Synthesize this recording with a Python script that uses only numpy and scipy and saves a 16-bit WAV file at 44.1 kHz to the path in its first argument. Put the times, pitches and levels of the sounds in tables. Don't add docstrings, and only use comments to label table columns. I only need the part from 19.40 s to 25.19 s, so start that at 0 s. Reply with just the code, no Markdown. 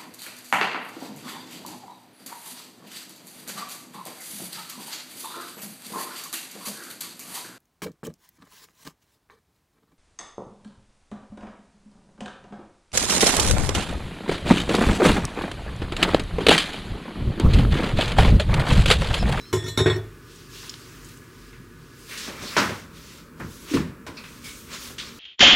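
import sys
import numpy as np
from scipy import signal
from scipy.fft import rfft, irfft, next_fast_len
from scipy.io import wavfile
from scipy.ndimage import uniform_filter1d, map_coordinates

SR = 44100
rng = np.random.default_rng(int(sys.argv[2]) if len(sys.argv) > 2 else 0)


def gain_from_db(level_db):
    decades = np.asarray(level_db, float) / 20
    return 10 ** decades


def transcribe(signal):
    frames = np.atleast_2d(signal).T
    limited = np.clip(frames, -1, 1)
    pcm = np.round(limited * 32767).astype(np.int16)
    wavfile.write(sys.argv[1], SR, pcm)


N = 255339
TIME = np.arange(N) / SR


def unit(x):
    return x / np.sqrt(np.mean(x ** 2) + 1e-20)


def along(points, hz):
    point_hz, point_db = np.transpose(points)
    return np.interp(np.log(hz + 1), np.log(point_hz + 1), point_db)


def noise(n, gain):
    m = next_fast_len(n)
    spectrum = rfft(rng.standard_normal(m)) * gain(np.fft.rfftfreq(m, 1 / SR))
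    return unit(irfft(spectrum, m)[:n])


def coloured(points):
    return lambda hz: gain_from_db(along(points, hz))


def bump(centre_hz, octaves):
    return lambda hz: np.exp(-.5 * (np.log2((hz + 1) / centre_hz) / octaves) ** 2)


def wobble(rate):
    return map_coordinates(rng.standard_normal(int(N * rate / SR) + 4), [TIME * rate])


def patchy(x, depth_db, bins, frames):
    z = signal.stft(x, nperseg=256)[2]
    field = uniform_filter1d(rng.standard_normal(z.shape), bins, axis=0)
    field = uniform_filter1d(field, frames, axis=1)
    return signal.istft(z * gain_from_db(depth_db * unit(field)), nperseg=256)[1][:N]


def add(track, s, sound):
    part = track[round(s * SR):]
    part[:len(sound)] += sound[:len(part)]


# (pitch_hz, level_db)
HOOD_COLOUR = [(15, -39), (30, -18), (49, -13.5), (123, 0.5), (180, -11.5), (293, -5.5), (400, -7),
               (560, -22), (760, -30.5), (950, -20), (1230, -15.5), (2300, -22.5), (3520, -28),
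               (16000, -35.5)]
# (pitch_hz, level_db)
COUNTER_COLOUR = [(15, -20), (25, 5.5), (70, 7), (117, -1.5), (242, 5), (335, 0), (416, -5), (607, -10.5),
                  (754, -28), (911, -12.5), (1330, -6.5), (2110, -19), (2350, -15), (3160, -27),
                  (16000, -28.5)]
# (pitch_hz, near_hob_db, at_counter_db)
MOTOR_HUMS = [(46.6, -51, -67), (125.5, -60.5, -61.5), (161.8, -58.5, -55.5), (240.5, -63, -56),
              (263, -62.5, -84), (361.6, -65.5, -93), (379, -86, -74.5), (454, -64.5, -63.5),
              (1214, -67, -81), (1493, -65.5, -71), (1687, -63, -67)]


def kitchen():
    change_s, fade_s = 2.64, 0.068
    later = np.clip((TIME - change_s) / fade_s, 0, 1)
    near = gain_from_db(-48 + .8 * wobble(4)) * noise(N, coloured(HOOD_COLOUR))
    far = gain_from_db(-46.5 + 0.6 * wobble(4.2)) * noise(N, coloured(COUNTER_COLOUR))
    out = near * (1 - later) + far * later
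    for hz, near_db, far_db in MOTOR_HUMS:
        level_db = near_db + (far_db - near_db) * later
        out += gain_from_db(level_db) * noise(N, bump(hz, 0.012 + 3 / hz))
    return out


def pressure(strokes, press_db_per_s, lift_db_per_s):
    s, held, db, fizz_db, drag_db = np.transpose(strokes)[:, :, None]
    t = TIME[::64]
    pressing, lifting = np.maximum(s - t, 0), np.maximum(t - s - held, 0)
    level_db = db - press_db_per_s * pressing - lift_db_per_s * lifting
    powers = [np.sum(gain_from_db(level_db + share_db) ** 2, axis=0) for share_db in (0 * db, fizz_db, drag_db)]
    return np.array([np.interp(TIME, t, power) for power in powers])


# (full_pressure_s, held_s, rub_db, fizz_db re rub, drag_db re rub)
MITT_STROKES = [
    (.915, 0.089, -52.5, -5.5, -22),
    (1.15, 0.12, -45, -5, -9),
    (1.4, 0.26, -53, -4, -3),
    (1.69, 0.036, -60.5, 5.5, -12),
    (1.95, 0.15, -58, -4, -3),
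    (2.43, 0.075, -60.5, -33, -21),
    (2.6, .05, -56, 1, -18),
]
# (full_pressure_s, held_s, rub_db, fizz_db re rub, drag_db re rub)
RAG_STROKES = [(2.7, 0.06, -43, -2, -6.5), (2.8, 0.062, -37, -10, -10), (2.92, 0.085, -51, -5, 5.5),
               (3.03, 0.11, -38.5, -8, -4.5), (3.18, 0.053, -37.5, -3.5, 4), (3.35, 0.054, -49, -4, -15),
               (3.567, 0.22, -50, -5, -8), (4.012, 0.06, -53.5, -6, -9), (4.11, 0.13, -53, 2.5, -21),
               (4.311, 0.042, -37.5, -7, -0.5), (4.675, 0.083, -71, -12, 5), (4.78, 0.012, -50.5, -6, 2),
               (4.85, 0.13, -53, -0.5, -3.5), (5.065, 0.025, -44, -1.5, -6), (5.13, 0.078, -52, 2.5, -7),
               (5.24, 0.037, -61.5, 8, -6), (5.338, 0.01, -38.5, -6, -2.5), (5.418, 0.057, -42.5, -0.5, -8),
               (5.62, 0.07, -44.5, -8.5, -3.5), (5.74, .06, -53, -3, -23)]
# (pitch_hz, level_db per Hz)
RAG_RUB = [(1000, -25), (1800, -3.5), (2500, -1), (3500, 1), (5500, -1.5), (8000, -10), (12000, -31)]
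# (pitch_hz, level_db per Hz)
FABRIC_FIZZ = [(3000, -19), (6000, 2), (9000, 0), (16000, -5)]
# (pitch_hz, level_db per Hz)
FABRIC_DRAG = [(150, -65), (400, -2), (760, -17), (1100, -2.5), (1700, -6.5), (2500, -8), (4000, -32)]
# (pitch_hz, level_db per Hz)
MITT_RUB = [(1500, -40), (2500, -1.5), (5000, -0.5), (7000, -6.5), (12000, -29)]


def cloth():
    mitt_rub, mitt_fizz, mitt_drag = pressure(MITT_STROKES, press_db_per_s=158, lift_db_per_s=84)
    rag_rub, rag_fizz, rag_drag = pressure(RAG_STROKES, press_db_per_s=264, lift_db_per_s=153)
    layers = [(rag_rub, RAG_RUB), (mitt_fizz + rag_fizz, FABRIC_FIZZ),
              (mitt_drag + rag_drag, FABRIC_DRAG), (mitt_rub, MITT_RUB)]
    grain = gain_from_db(0.24 * wobble(35) + 0.2 * wobble(360))
    out = np.zeros(N)
    for power, colour in layers:
        threads = patchy(noise(N, coloured(colour)), 1.5, bins=8, frames=14)
        out += np.sqrt(power) * unit(grain * threads)
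    return out


# (start_s, level_db, centre_hz, width_octaves, fade_60db_s)
WORKTOP_TOUCHES = [
    (0.957, -48, 6500, 0.33, 0.049),
    (1.217, -50.5, 1750, 0.34, 0.51),
    (1.235, -47, 1010, .12, .1),
    (1.645, -46, 6960, 0.38, 0.092),
    (1.685, -48, 6500, 0.5, 0.059),
    (2.128, -48.5, 1820, 0.66, 0.13),
    (2.179, -36, 168, 0.29, 0.11),
]
# (start_s, level_db, centre_hz, width_octaves, fade_60db_s)
FLOOR_THUMPS = [(2.873, -35.5, 450, 2.15, 0.45), (3.021, -30, 200, 2.4, 0.086),
                (3.169, -24.5, 183, 0.81, 0.47), (3.19, -34, 330, 1.3, 0.17), (3.241, -37, 98, 0.19, 0.59),
                (3.29, -29.5, 520, 1.83, 0.22), (3.995, -31, 150, 1.14, 0.27), (4.041, -34, 108, 1, 0.25),
                (4.221, -50.5, 345, 0.38, 0.34), (4.345, -25, 130, 1.17, 0.51), (4.68, -32, 184, 1.3, 0.1),
                (5.497, -39, 300, 3.3, 0.097)]
# (start_s, level_db, centre_hz, width_octaves, fade_60db_s)
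COUNTER_CLACKS = [(2.709, -40.5, 2080, 0.64, 1), (2.774, -36, 4300, 0.84, 0.33),
                  (3.018, -53, 1860, 1.4, 0.3), (3.159, -33, 2520, 0.31, 0.089),
                  (3.166, -17.5, 1030, 1.32, 0.25), (3.169, -25.5, 5300, 0.3, 0.046),
                  (3.177, -21, 1410, 0.29, 0.16), (3.193, -27, 1190, 0.98, 0.18),
                  (3.203, -28.5, 1600, .5, .1), (3.215, -42, 4300, 0.43, 0.27),
                  (3.255, -41, 4840, 0.59, 0.33), (3.235, -30.5, 1340, 0.74, 0.48),
                  (3.293, -43, 1480, 0.76, 0.21), (3.181, -25.5, 4770, 0.37, 0.24),
                  (3.996, -50, 7000, 1.1, 0.15), (3.999, -36, 1270, 0.62, 0.23),
                  (4.337, -31, 2280, 1.12, 0.21), (4.34, -38, 1020, 0.098, 0.094),
                  (4.37, -25.5, 1310, 0.72, 0.036), (4.665, -36, 1240, 1.43, 0.17),
                  (4.667, -44.5, 998, 0.06, 0.27), (4.667, -43, 1480, .06, 0.15),
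                  (4.839, -51, 2540, .05, 0.26), (4.768, -43.5, 2470, 0.11, 0.3),
                  (4.769, -42, 4460, 0.25, 0.16), (4.838, -44, 2040, 0.76, 0.27),
                  (5.041, -45.5, 5000, 1.1, 0.75), (5.042, -46, 2300, 0.06, 0.2),
                  (5.057, -44.5, 2230, 0.044, 0.3), (5.042, -52, 5000, .04, .1),
                  (5.057, -50, 4900, .04, .1), (5.044, -54, 3270, .06, .3), (5.108, -51, 2470, .2, .2),
                  (5.33, -44, 6850, 0.098, 0.38), (5.582, -32, 2840, 0.81, 0.21),
                  (5.598, -31.5, 3760, 0.17, 0.07)]
# (start_s, level_db, centre_hz, width_octaves)
KNEE_BUMPS = [
    (4.313, -13.5, 318, 0.083),
    (4.3386, -12, 380, 0.39),
    (4.346, -10.5, 263, 0.23),
    (4.379, -14.5, 260, 0.42),
    (4.41, -29, 208, 0.38),
    (4.441, -29, 170, 0.36),
]
# (pitch_hz, level_db)
WORKTOP_DIP = [(400, 5), (620, 1.5), (760, -3.5), (900, 0.5), (1200, -1)]


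def knocks():
    out, t = np.zeros(N), TIME[:SR // 2]
    knees = [(s, db - 18.5, hz, 0.32, 0.28) for s, db, hz, _ in KNEE_BUMPS]
    for s, db, hz, octaves, t60 in WORKTOP_TOUCHES + FLOOR_THUMPS + COUNTER_CLACKS + knees:
        rise = .002 + .9 / hz
        first = 0.93 * gain_from_db(-60 * t / (6 * rise)) * (1 - np.exp(-t / 0.00067))
        if hz <= 999:
            first = 0 * t
        echoes = gain_from_db(0.42 * noise(len(t), bump(180, 2.6))) * gain_from_db(-60 * t / t60)
        tail = gain_from_db(-11 - 60 * t / (0.6 - hz / 12000))
        shape = first + (1 - np.exp(-t / rise)) * (echoes + tail)
        colour = lambda f: bump(hz, octaves)(f) * gain_from_db(along(WORKTOP_DIP, f))
        add(out, s, gain_from_db(db) * shape * noise(len(t), colour))
    return out


def thud(modes, t, rise, centre_hz, octaves, scatter):
    hz, db, t60 = np.transpose(modes)[:, :, None]
    pitch = hz * (1 + scatter * rng.standard_normal(hz.shape))
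    rings = bump(centre_hz, octaves)(hz) * gain_from_db(db - 60 * t / t60) * np.sin(2 * np.pi * pitch * t)
    return rings.sum(axis=0) * (1 - np.exp(-t / rise))


# (pitch_hz, level_db, fade_60db_s)
PANEL_MODES = [(78, -6, .25), (163, 1, 0.18), (207, 2, 0.12), (240, -1, 0.078), (282, 6, 0.075),
               (312.5, -3.5, 0.13), (423, -7.5, 0.098), (463, -10, 0.13), (538, -14.5, 0.16)]


def cupboard():
    out, t = np.zeros(N), TIME[:SR // 3]
    for s, db, centre_hz, octaves in KNEE_BUMPS:
        add(out, s, gain_from_db(db) * thud(PANEL_MODES, t, 0.0054, centre_hz, octaves, scatter=0.012))
    return out


# (start_s, level_db, pitch_hz, fade_60db_s)
CATCH_TICKS = [(1.2952, -15, 5360, 0.0049), (1.297, -30, 4950, 0.028), (1.299, -30, 6940, 0.014),
               (1.3125, -32, 3500, 0.0037), (1.3405, -20, 3480, 0.0019), (1.342, -28, 4330, 0.0091),
               (1.774, -40, 7800, 0.011), (0.013, -48, 5800, .03), (.055, -42, 2500, .012),
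               (3.1663, -8, 1470, 0.0054), (3.181, -11, 1400, 0.003), (3.1948, -9, 1320, 0.0033),
               (4.8399, -29.5, 1010, 0.0017), (5.586, -16, 3000, 0.0016)]


def ticks():
    out, t = np.zeros(N), TIME[:SR // 20]
    for s, db, hz, t60 in CATCH_TICKS:
        ring = np.sin(2 * np.pi * hz * t) + 0.5 * noise(len(t), bump(hz * 0.95, 0.51))
        add(out, s, gain_from_db(db - 60 * t / t60) * (1 - np.exp(-t / 0.00017)) * ring)
    return out


# (pitch_hz, level_db, start_s, end_s, glide_hz_per_s)
STEAM_WHISTLES = [
    (3970, -49, 0, .065, -300),
    (4170, -52, .045, .13, 500),
    (5300, -54, 0, .125, -100),
    (3150, -62, .045, .125, 30),
    (6600, -63, 0, .05, 30),
    (6300, -65, .055, .125, 300),
    (3400, -65, 0, .03, 0),
]


def steam():
    out, t = np.zeros(N), TIME[:SR // 5]
    for hz, db, start, end, glide in STEAM_WHISTLES:
        gate = np.clip(np.minimum(t - start + .01, end - t) / .02, 0, 1)
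        flutter, waver = noise(len(t), bump(66, 3.4)), noise(len(t), bump(53, 1.0))
        pitch = hz + glide * (t - start) + 22 * waver
        whistle = np.sin(2 * np.pi * np.cumsum(pitch) / SR)
        add(out, 0, gain_from_db(db + 3.5 * flutter) * gate * whistle)
    return out


LID_HZ = [947, 1047, 1367, 1523, 1830, 1885, 2180, 2530, 2998, 3443, 3535, 3714, 4030, 4330, 5373, 5432,
          5787, 5880, 6045, 6764, 7030, 7693, 8520, 9119, 9288, 9507, 10215, 10565, 11130, 11440, 12830,
          12945, 13020, 13745]
# (start_s, level_db, centre_hz)
RIM_TAPS = [(.143, -47, 3470), (0.24, -48, 5500), (.266, -48, 3600), (.284, -45, 6000), (.287, -54, 3000),
            (.388, -34, 3700), (0.401, -37, 4200), (.462, -48, 5470), (.472, -40, 3500), (.484, -44, 4240),
            (.5, -54, 7260), (.531, -45, 3600), (.546, -43.5, 3600), (.563, -50, 6000)]


def rattle():
    out, t, hz = np.zeros(N), TIME[:SR // 8], np.c_[LID_HZ]
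    for s, db, centre_hz in RIM_TAPS:
        strength = bump(centre_hz, .3)(hz) * gain_from_db(1.8 * rng.standard_normal(hz.shape) - 60 * t / 0.081)
        rings = strength * np.sin(2 * np.pi * hz * t)
        tap = gain_from_db(-9 - 60 * t / 0.02) * noise(len(t), bump(centre_hz, 0.84))
        add(out, s, gain_from_db(db) * (rings.sum(axis=0) + tap) * (1 - np.exp(-t / 0.0013)))
    return out


HANDOVER_S = 0.0039


def boom(modes, share, rise, s, until, t):
    hz, db, t60 = np.transpose(modes)[:, :, None]
    rings = share(hz) * gain_from_db(db - 60 * t / t60) * np.sin(2 * np.pi * hz * (t + s))
    stopped = np.exp(-np.maximum(t + s - until, 0) / HANDOVER_S)
    return rings.sum(axis=0) * (1 - np.exp(-t / rise)) * stopped


# (start_s, hob_boom_db, pot_knock_db, knock_centre_hz, crack_db)
RIM_CONTACTS = [(0.129, -25, -20, 403, -24), (.136, -26, -14.5, 365, -46), (0.148, -18, -21, 374, -36),
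                (0.162, -22, -21, 370, -35), (0.195, -34, -32, 370, -56), (0.225, -43, -32, 365, -40),
                (0.243, -24, -32, 370, -54), (0.26, -41, -30, 300, -37.5), (0.279, -28, -29, 442, -36),
                (0.3765, -19, -13.5, 280, -29), (.388, -18, -23, 272, -20), (.4, -27, -8.5, 440, -25),
                (0.412, -16, -18, 325, -52), (0.423, -24, -26, 300, -52), (0.4592, -16, -9.5, 413, -19),
                (.466, -15, -10.5, 413, -23), (0.476, -17, -14.5, 413, -22), (.487, -36, -27, 400, -44),
                (0.4972, -21, -15.5, 330, -24), (.51, -18.5, -28, 384, -42), (0.524, -22, -25, 310, -30),
                (.541, -25, -27, 317, -38), (0.558, -24, -19, 353, -38), (0.598, -29.5, -35.5, 356, -59)]
# (pitch_hz, level_db, fade_60db_s)
HOB_MODES = [(83.2, -3.5, 0.33), (104.85, 5, 0.28), (133.3, -2, 0.14), (150, -1, 0.15)]
# (pitch_hz, level_db, fade_60db_s)
POT_MODES = [(244.6, 3.5, 0.069), (271.6, -2, 0.061), (366.7, 4.5, 0.085), (430, 4.5, 0.041),
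             (461, -13, 0.046), (602, -6.5, 0.15), (665, -8.5, 0.31), (705, -11, .1), (835, -8, 0.18)]
SEATING_DB = [(-28, -44, -57, -54, -39), (-31, -49, -33, -46, -60), (-27.5, -31, -41, -54, -62),
              (-34, -17, -51, -52, -56), (-39.5, -49, -46, -37, -43), (-54, -32, -29, -35, -49),
              (-22, -34, -29, -46, -48), (-52, -36, -41, -42, -55), (-42, -53, -58, -60, -53),
              (-32, -37, -22.5, -52, -43.5), (-25, -27, -42, -40, -51), (-22.5, -34, -30, -44, -50),
              (-31, -53, -41, -46, -56), (-34, -54, -34.5, -52, -47), (-38, -53, -46, -44, -56),
              (-33, -43, -48, -44, -56), (-36, -50, -54, -51, -62), (-34, -51, -54, -58, -64),
              (-34, -50, -62, -66, -59), (-36, -50, -57, -52, -56), (-50, -56, -53, -53, -58),
              (-35.5, -43, -39, -49, -62), (-45, -53, -60, -49, -61), (-66, -63, -73, -73, -72),
              (-55, -67, -66, -75, -73), (-52, -72, -72, -80, -71), (-34.5, -49, -62, -60, -66),
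              (-46, -55, -61, -66, -68), (-48, -65, -66, -69, -75), (-50, -59, -72, -72, -70),
              (-46, -61, -66, -66, -70), (-54, -63, -60, -63, -66), (-58, -72, -80, -76, -75),
              (-52, -75, -71, -71, -72)]


def rim():
    out, chatter, t = np.zeros(N), np.zeros(N), TIME[:SR // 2]
    ends = [row[0] for row in RIM_CONTACTS[1:]] + [N / SR]
    for (s, boom_db, knock_db, knock_hz, crack_db), until in zip(RIM_CONTACTS, ends):
        top_hz = 2530 if s > 0.33 else 5960
        snap = (gain_from_db(-60 * t / 0.086) + 0.48 * gain_from_db(-60 * t / 0.011)) * (1 - np.exp(-(t / 0.0014) ** 2))
        crack = noise(len(t), lambda f: bump(1500, 1.4)(f) / (1 + (f / top_hz) ** 6))
        near_knock = lambda f: 0.22 + bump(knock_hz, .22)(f)
        add(out, s, gain_from_db(boom_db - 4.5) * boom(HOB_MODES, np.ones_like, HANDOVER_S, s, until, t))
        add(out, s, gain_from_db(knock_db - 5.0) * boom(POT_MODES, near_knock, 0.0011, s, until, t))
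        add(out, s, gain_from_db(crack_db - 3.5) * snap * crack)
        add(chatter, s, gain_from_db(crack_db - 60 * t / 0.16) * noise(len(t), bump(2200, 1.6)))
    ease_db = np.median(SEATING_DB, axis=1, keepdims=True)
    held = gain_from_db(0.93 * (ease_db + 37.5) - 60 * t / 0.055) * np.sin(2 * np.pi * np.c_[LID_HZ] * t)
    return out + gain_from_db(-46.5) * signal.fftconvolve(chatter, held.sum(axis=0))[:N]


# (start_s, rise_s, bright_enamel_crack_db)
LID_BLOWS = [
    (0.128, 0.0012, -41),
    (0.18, 0.0054, -65),
    (.238, .006, -53),
    (.262, 0.0042, -53),
    (0.28, 0.0023, -47),
    (0.3746, 0.0002, -43),
    (0.459, 0.0011, -58),
    (.4985, 0.00061, -62),
    (0.517, 0.0076, -65),
    (.56, 0.0057, -52),
]
LID_FADE_S = [0.14, 0.34, 0.14, 0.03, 1, 0.16, 0.048, 0.22, 0.14, .53, 0.19, 0.29, 0.26, 0.17, .45, 0.53,
              .15, .11, 0.2, 0.4, .3, 0.51, 0.21, .5, 0.19, .15, 0.21, .17, 0.12, 0.14, .2, .2, .2, .16]
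TILTED_DB = [(-27, -49, -43, -55, -42), (-30, -49, -55, -56, -49), (-37, -60, -53, -36, -55),
             (-24, -50, -58, -64, -50), (-46, -42, -40.5, -42, -40), (-76, -61, -56, -55, -60),
             (-27, -43, -53, -36, -35), (-58, -57, -57, -65, -66), (-36, -61, -71, -69, -45),
             (-35.5, -36, -40, -37, -39.5), (-52, -64, -63, -47, -50), (-43, -50, -43, -35, -46),
             (-38, -47, -51, -48, -32), (-56, -59, -55, -48, -37), (-37, -48, -44, -57, -55),
             (-43, -47, -55, -43, -51), (-41, -52, -54, -42, -47), (-35, -52, -44, -55, -53),
             (-39, -56, -52, -50, -45), (-39, -51, -58, -47, -57), (-36, -52, -49, -43, -44),
             (-37.5, -44, -58, -54, -45), (-41, -50, -49, -49, -40.5), (-65, -52, -60, -65, -76),
             (-41, -58, -69, -67, -71), (-52, -73, -72, -73, -61), (-43, -54, -61, -58, -63),
             (-60, -60, -57, -58, -56), (-74, -67, -75, -76, -60), (-61, -66, -65, -84, -61),
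             (-45, -59, -65, -58, -45), (-52, -70, -60, -58, -55), (-49, -59, -73, -63, -64),
             (-70, -66, -74, -69, -51)]


def lid():
    out, t, hz = np.zeros(N), TIME[:SR // 4], np.c_[LID_HZ]
    levels, t60 = np.hstack([TILTED_DB, SEATING_DB]).T[:, :, None], np.c_[LID_FADE_S]
    faint_hz = rng.uniform(4560, 12700, size=(36, 1))
    jolts = np.cumsum(rng.normal(0, 1, levels.shape), axis=0)
    phases = jolts + 2 * np.pi * rng.random(hz.shape)
    for (s, rise, crack_db), after, db, phase in zip(LID_BLOWS, LID_BLOWS[1:] + [None], levels, phases):
        if after:
            left = np.exp(-(np.maximum(t + s - after[0], 0) / after[1]) ** 2.0)
        else:
            left = gain_from_db(-60 * t / 0.57)
        knots = rng.standard_normal((len(hz), 30))
        flutter_db = 1.8 * np.array([np.interp(t * 70, np.arange(len(k)), k) for k in knots])
        ring = gain_from_db(db + flutter_db - 60 * t / t60) * np.sin(2 * np.pi * hz * (t + s) + phase)
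        faint_db = -15.5 + rng.normal(0, 4.1, faint_hz.shape) - 60 * t / 0.18
        shimmer = (gain_from_db(faint_db) * np.sin(2 * np.pi * faint_hz * t)).sum(axis=0)
        enamel = 1.4 * gain_from_db(-60 * t / 0.086) * noise(len(t), bump(7700, 0.99))
        crack = gain_from_db(crack_db) * (enamel + shimmer * left)
        add(out, s, (ring.sum(axis=0) * left + crack) * (1 - np.exp(-(t / rise) ** 0.76)))
    return out


def room(near):
    t = TIME[:SR // 2]
    tail = noise(len(t), bump(770, 2.54)) * gain_from_db(-60 * t / 0.41)
    return signal.fftconvolve(near, tail / np.linalg.norm(tail))[:N]


def left_and_right(mid):
    power_now = np.abs(uniform_filter1d(mid ** 2, size=400))
    power_before = np.roll(np.abs(uniform_filter1d(mid ** 2, size=2000)) + 1e-9, 1400)
    level_db = -41 + 8.5 * (power_now / power_before > 8)
    bright = 0.5 * (mid - uniform_filter1d(mid, size=150)) + 1.27 * np.gradient(mid)
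    side = gain_from_db(level_db) * patchy(np.roll(bright, 200), 9, bins=12, frames=7)
    return np.array([mid + side, mid - side])


def scene():
    background = kitchen() + cloth() + knocks() + cupboard()
    near = ticks() + rim()
    return left_and_right(background + near + gain_from_db(-12.5) * room(near) + steam() + rattle() + lid())


def roll_off(x):
    return signal.sosfilt(signal.butter(12, 16800, fs=SR, output="sos"), x)


def record(dry):
    m = next_fast_len(N)
    hz = np.fft.rfftfreq(m, 1 / SR)
    band = (hz < 15830) / np.sqrt(1 + (45 / (hz + 1)) ** 6)
    mix = irfft(rfft(dry, m) * band, m)[:, :N]
    return roll_off(mix)


dry = scene()
out = record(dry)
transcribe(out)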